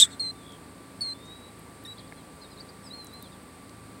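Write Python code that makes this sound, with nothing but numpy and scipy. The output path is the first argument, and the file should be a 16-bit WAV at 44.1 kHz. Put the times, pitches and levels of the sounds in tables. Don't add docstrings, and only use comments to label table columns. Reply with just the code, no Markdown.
import sys
import numpy as np
from scipy import signal
from scipy.fft import rfft, irfft
from scipy.io import wavfile

SR = 44100
rng = np.random.default_rng(int(sys.argv[2]) if len(sys.argv) > 2 else 0)


def int16_out(signal):
    q = np.round(np.clip(np.atleast_2d(signal).T, -1, 1) * 32767)
    wavfile.write(sys.argv[1], SR, q.astype(np.int16))


N = 176400
TIME = np.arange(N) / SR
CHIRP_JITTER = 0.0051


def from_db(db):
    return 10 ** (np.asarray(db) / 20)


def rms_one(x):
    return x / np.sqrt(np.mean(x ** 2) + 1e-20)


def curves(rows, at=TIME):
    position, *columns = np.transpose(rows)
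    return [np.interp(at, position, column) for column in columns]


def noise(gain_at):
    hz = np.maximum(np.arange(N // 2 + 1) * SR / N, 1)
    spectrum = rfft(rng.standard_normal(N)) * gain_at(hz)
    return rms_one(irfft(spectrum, N))


def coloured(points):
    f, db = np.transpose(points)
    return noise(lambda hz: from_db(np.interp(np.log(hz), np.log(f), db)))


def band_noise(centre_hz, octaves):
    return noise(lambda hz: 1 / (1 + (np.log2(hz / centre_hz) / octaves) ** 4))


def drift(rate_hz):
    return noise(lambda hz: 1 / (1 + (hz / rate_hz) ** 4))


def gate(start_s, end_s, attack_s=0.0027, release_s=0.0041):
    opening = np.minimum((TIME - start_s) / attack_s, (end_s - TIME) / release_s)
    return np.sin(np.pi / 2 * np.clip(opening, 0, 1)) ** 2


def tone(hz):
    return np.sqrt(2) * np.sin(2 * np.pi * np.cumsum(hz) / SR)


def scattered(x, t60_s):
    tail = rng.standard_normal(N) * from_db(-60 * TIME / t60_s)
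    return signal.fftconvolve(x, tail / np.linalg.norm(tail))[:N]


def background():
    # f/Hz, relative level per Hz/dB
    air_spectrum = [(25, -34), (40, -25.5), (52, -6), (100, -4), (160, -2.5), (260, 0.5), (400, -4),
                    (520, -5), (600, -8.5), (1050, -10.5), (1400, -14), (2200, -15.5), (3000, -22),
                    (4500, -19.5), (5600, -28.5), (6700, -29), (7600, -22.5), (8500, -15), (9500, -22),
                    (11000, -28.5), (13000, -31.5), (16000, -30.5)]
    # multiple of the firing rate, mean level/dB
    hum_partials = [(2, -69.5), (3, -63.5), (4, -59), (6, -62.5), (7, -62.5), (9, -67.5), (10, -60)]
    air_db, firing_hz, hum_waver_db = -49, 27.17, 3
    whine_hz, whine_db, whine_jitter = 1165, -59.5, 0.002024

    firing = firing_hz * (1 + 0.0039 * drift(2))
    hum = sum(from_db(db + hum_waver_db * drift(3.2)) * tone(k * firing) for k, db in hum_partials)
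    whine_gain = from_db(whine_db + 0.82 * drift(8))
    whine = whine_gain * tone(whine_hz * (1 + whine_jitter * drift(11)))
    return from_db(air_db) * coloured(air_spectrum) + hum + whine


def knock():
    # f/Hz, peak level before envelope/dB
    modes = [(780, -31), (1750, -30.5), (2120, -29.5)]
    start_s, attack_s, t60_s = 2.123, 0.0018, 0.012

    age = np.maximum(TIME - start_s, 0)
    envelope = gate(start_s, N / SR, attack_s) * from_db(-60 * age / t60_s)
    return envelope * sum(from_db(db) * np.sin(2 * np.pi * (hz * age + rng.random())) for hz, db in modes)


def ticks():
    # t at peak/s, level/dB, centre f/Hz, width/octaves, decay constant/s
    snaps = [(.522, -50, 7000, .9, .002), (1.26, -60, 6800, .25, .014), (1.595, -50, 11500, .2, .002),
             (1.838, -49, 14500, .2, .002), (3.046, -41, 12000, 0.85, 0.0018),
             (3.07, -43.5, 6900, 0.59, 0.0012), (3.137, -50.5, 12000, .25, .002),
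             (3.226, -39.5, 12000, 0.82, .0016), (3.695, -48, 3010, 1.3, 0.0022)]
    out = np.zeros(N)
    for peak_s, db, centre_hz, octaves, decay_s in snaps:
        envelope = (TIME >= peak_s - decay_s / 2) * np.exp(-np.abs(TIME - peak_s) / decay_s)
        out += from_db(db) * band_noise(centre_hz, octaves) * envelope
    return out


def far_whistles():
    # t/s, f/Hz, level/dB
    phrases = [
        [(1.143, 3470, -56), (1.188, 3600, -64), (1.235, 3670, -55.5), (1.27, 3730, -55), (1.328, 3837, -46.5),
         (1.37, 3876, -57), (1.402, 3870, -61), (1.448, 3890, -54.5), (1.5, 3930, -58)],
        [(1.982, 3300, -60), (2.02, 3260, -66), (2.06, 3450, -60)],
        [(2.862, 5230, -56), (2.876, 4860, -46), (2.886, 4860, -56), (2.905, 4800, -66.5)],
        [(2.901, 3820, -55), (2.914, 3910, -42), (2.927, 4030, -51), (2.94, 4240, -41), (2.97, 4250, -50.5),
         (3.006, 4150, -44.5), (3.04, 4040, -55), (3.124, 3830, -61)],
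        [(3.126, 3910, -53), (3.144, 4084, -48), (3.18, 4110, -54), (3.222, 4060, -62), (3.256, 4110, -61),
         (3.282, 4040, -57)],
    ]
    # t/s, f/Hz, level/dB
    reedy_line = [(1.849, 4100, -41), (1.855, 3700, -43.5), (1.867, 3640, -48), (1.875, 3885, -44.5),
                  (1.922, 3907, -44), (1.937, 3810, -50)]
    # multiple of pitch, level re fundamental/dB
    reedy_overtones = [(2, -19), (3, -24)]
    # start/s, length/s
    crack_start_s, crack_length_s = (1.853, 0.019)
    # multiple of half pitch, level/dB
    crack_overtones = [(1, -53.5), (3, -56.5), (5, -55.5), (7, -66)]
    jitter, shimmer_db = 0.0019, 0.5

    out = np.zeros(N)
    waver = 1 + jitter * drift(100)
    for phrase in phrases:
        hz, db = curves(phrase)
        out += tone(hz * waver) * from_db(db) * gate(phrase[0][0], phrase[-1][0])

    hz, db = curves(reedy_line)
    hz = hz * waver
    reedy = tone(hz) + sum(from_db(over_db) * tone(k * hz) for k, over_db in reedy_overtones)
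    out += reedy * from_db(db) * gate(reedy_line[0][0], reedy_line[-1][0])

    crack = sum(from_db(over_db) * tone(k * hz / 2) for k, over_db in crack_overtones)
    out += crack * gate(crack_start_s, crack_start_s + crack_length_s)
    return out * from_db(shimmer_db * drift(50))


def far_trill():
    # t/s, mean f/Hz, level before flutter/dB, pulse depth/0-1
    slide = [(.352, 3650, -63, 0.2), (.42, 3540, -61, .45), (.44, 3440, -57, 0.7), (0.515, 3350, -50, 0.9),
             (.55, 3270, -50.5, 0.9), (.57, 3110, -60, .9)]
    pulses_per_s, swing_hz, jitter, flutter_db = 70.2, 120, .016, 2.2
    upper_ratio, upper_db = 1.11, -11

    hz, db, depth = curves(slide)
    beat = 2 * np.pi * pulses_per_s * (TIME - slide[0][0])
    pulses = 1 - depth * (1 - np.cos(beat)) / 2
    hz = hz * (1 + depth * jitter * drift(300)) + depth * swing_hz * np.sin(beat)
    voices = tone(hz) + depth * from_db(upper_db) * tone(upper_ratio * hz)
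    level = from_db(db + flutter_db * drift(120))
    return voices * pulses * level * gate(slide[0][0], slide[-1][0])


def far_chirps():
    # t at top/s, top f/Hz, width/s, drop/share, level before flutter/dB,
    #         upper voice ratio, upper voice re lower/dB
    arches = [(.12, 3790, .018, 0.075, -53.5, 1.15, 1), (2.178, 3410, .02, 0.094, -61.5, 1.22, 1),
              (2.424, 4260, 0.019, 0.13, -50.5, 1.16, -7), (2.516, 4180, 0.021, 0.11, -60, 1.2, -1),
              (2.848, 5350, 0.017, 0.053, -57.5, 1.54, 3.5), (3.234, 3780, .024, 0.16, -55.5, 1.25, -9),
              (3.322, 3790, 0.02, 0.14, -58, 1.3, -9)]
    late, rise, fade = 0.23, 0.84, 1.5
    flutter_db = 2.5

    out = np.zeros(N)
    low_waver = 1 + CHIRP_JITTER * drift(250)
    high_waver = 1 + CHIRP_JITTER * drift(250)
    for top_s, top_hz, width_s, drop, db, ratio, upper_db in arches:
        near = np.abs(TIME - top_s) < 5 * width_s
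        u = (TIME[near] - top_s) / width_s
        hz = top_hz * (1 - drop * (1 - np.exp(-u ** 2)))
        voices = tone(hz * low_waver[near]) + from_db(upper_db) * tone(ratio * hz * high_waver[near])
        envelope = np.exp(-((u - late) / np.where(u < late, rise, fade)) ** 2)
        out[near] += voices * from_db(db) * envelope
    return out * from_db(flutter_db * drift(150))


def far_pips():
    # t at peak/s, peak f/Hz, foot f/Hz, fall/s, length after peak/s, level at peak before flutter/dB
    peaks = [(1.990, 4900, 3420, .0085, 0.022, -48.5), (2.078, 4720, 3400, 0.012, 0.025, -59),
             (2.578, 4280, 3760, 0.01, 0.013, -57), (2.607, 4780, 3780, .015, 0.017, -44.5),
             (2.694, 4870, 3770, .015, .016, -53.5)]
    rise_s, lead_s, sharpness = .0065, .025, 1.7
    foot_db, flutter_db = -12, 3.5

    out = np.zeros(N)
    waver = 1 + CHIRP_JITTER * drift(240)
    for peak_s, top_hz, foot_hz, fall_s, length_s, db in peaks:
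        rising = TIME < peak_s
        height = np.exp(-(np.abs(TIME - peak_s) / np.where(rising, rise_s, fall_s)) ** sharpness)
        effort = np.where(rising, height, np.sqrt(height))
        hz = (foot_hz + (top_hz - foot_hz) * height) * waver
        level = from_db(db + foot_db * (1 - effort))
        out += tone(hz) * level * gate(peak_s - lead_s, peak_s + length_s)
    return out * from_db(flutter_db * drift(150))


def plover():
    # start/s, length/s, pitch before snap and fall/Hz, fall/share of pitch, base level/dB
    calls = [(.196, 0.12, 4277, 0.049, -27), (1.008, 0.13, 4440, 0.082, -28)]
    # t/share of length, sag/share of fall, level re base/dB,
    #             octave re fundamental/dB, third harmonic re fundamental/dB
    call_contour = [(0, .1, -4.5, -12.5, -35), (.09, 0.026, 0.5, -12.5, -34), (.17, 0, -3, -16, -42),
                    (.26, .45, -5.5, -15.5, -55), (.5, 0.61, -5.5, -15.5, -55), (.82, 0.99, -7, -16.5, -55),
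                    (.93, 0.67, -9, -16, -55), (1, 0.59, -14, -19, -55)]
    # multiple of pitch, greatest level re fundamental/dB
    split_partials = [(.5, -26.5), (1.5, -33.5)]
    attack_s, release_s, shimmer_db = 0.00081, 0.0046, 0.5
    jitter, onset_jitter, onset_s = 0.0013, 0.011, 0.016
    snap_share, snap_s = 0.06, 0.0006
    split_at, split_span = 0.57, 0.45

    out = np.zeros(N)
    for start_s, length_s, top_hz, fall, db in calls:
        age = TIME - start_s
        progress = age / length_s
        sag, shape_db, octave_db, third_db = curves(call_contour, progress)
        unsteady = jitter + onset_jitter * np.exp(-np.abs(age) / onset_s)
        snap = snap_share * np.exp(-np.abs(age) / snap_s)
        hz = top_hz * (1 + snap - fall * sag) * (1 + unsteady * drift(250))
        voice = tone(hz) + from_db(octave_db) * tone(2 * hz) + from_db(third_db) * tone(3 * hz)
        split = np.exp(-((progress - split_at) / split_span) ** 2)
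        for multiple, partial_db in split_partials:
            voice += split * from_db(partial_db) * tone(multiple * hz)
        level = from_db(db + shape_db + shimmer_db * drift(120))
        out += voice * level * gate(start_s, start_s + length_s, attack_s, release_s)
    return out


def close_cry():
    # t/s, f before jitter/Hz, level/dB
    clear_line = [(0, 3500, -19), (.011, 3258, -22.5), (.015, 3810, -15.5), (.020, 3763, -19.5),
                  (.025, 3680, -9), (.030, 3630, -9.5), (.036, 3540, -14), (.042, 3390, -28),
                  (.058, 3494, -37.5)]
    # t/s, level before bursts/dB
    rasp_line = [(0, -14.5), (.008, -16.5), (.012, -17.5), (.018, -17.5), (.027, -20), (.034, -25.5),
                 (.044, -29.5), (.055, -35.5), (.068, -54), (.084, -62), (.12, -51), (.17, -65)]
    # f/Hz, relative level per Hz/dB
    throat = [(300, -29), (1000, -35), (1650, -25), (2200, -25), (2900, -23.5), (3300, -3.5), (3750, -0.5),
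              (4400, -17.5), (5700, -12.5), (6800, -12.5), (7500, -2.5), (7950, 0.5), (8600, -4),
              (9350, -12), (9900, -25), (11500, -20), (13500, -33.5), (16000, -34.5)]
    octave_db, bursts_per_s, burst_depth = -30, 290, 0.4
    squeal_ratio, squeal_db, squeal_swing, squeal_jitter = 2.22, -3.5, .03, .022
    hush_hz, hush_octaves, hush_db = 1640, 0.42, -45
    hush_peak_s, hush_rise_s, hush_t60_s = .033, 0.013, 0.47

    hz, tone_db = curves(clear_line)
    rasp_db, = curves(rasp_line)
    hz = hz * (1 + 0.0066 * drift(500))
    clear_end_s = clear_line[-1][0]
    clear = from_db(tone_db) * (tone(hz) + from_db(octave_db) * tone(2 * hz))
    clear *= gate(0, clear_end_s, attack_s=0.000487)

    beat = tone(bursts_per_s * (1 + 0.22 * drift(150))) / np.sqrt(2)
    squeal_hz = squeal_ratio * np.mean(hz[TIME < clear_end_s])
    squeal = tone(squeal_hz * (1 + squeal_swing * beat + squeal_jitter * drift(700)))
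    rasp = from_db(rasp_db) * (1 + burst_depth * beat) * (coloured(throat) + from_db(squeal_db) * squeal)

    hush_decay = from_db(hush_db - 60 * np.maximum(TIME - hush_peak_s, 0) / hush_t60_s)
    hush = gate(hush_peak_s - hush_rise_s, N / SR, hush_rise_s) * hush_decay
    cry = (clear + rasp) * gate(0, rasp_line[-1][0], attack_s=0.0003)
    return cry + hush * band_noise(hush_hz, hush_octaves)


def field(x):
    # delay/s, level/dB
    returns = [(.041, -37), (.105, -50)]
    scatter_db, scatter_t60_s = -37.5, 0.353
    high_pass = signal.butter(2, 6990, "high", fs=SR, output="sos")
    scatter = signal.sosfilt(high_pass, scattered(x, scatter_t60_s))
    echoes = sum(from_db(db) * np.interp(TIME - delay_s, TIME, x, left=0) for delay_s, db in returns)
    return from_db(scatter_db) * scatter + echoes


def scene():
    blur_db, blur_t60_s = -16, .22
    far = far_whistles() + far_trill() + far_chirps() + far_pips()
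    far_blur = from_db(blur_db) * scattered(far, blur_t60_s)
    birds = close_cry() + plover() + far + far_blur
    return (birds + field(birds) + ticks() + knock() + background())[None]


def record(dry):
    rounded = dry / (1 + (dry / .74) ** 8) ** (1 / 8)
    low_pass = signal.ellip(10, .1, 80, 15850, fs=SR, output="sos")
    return signal.sosfilt(low_pass, rounded)


dry = scene()
out = record(dry)
int16_out(out)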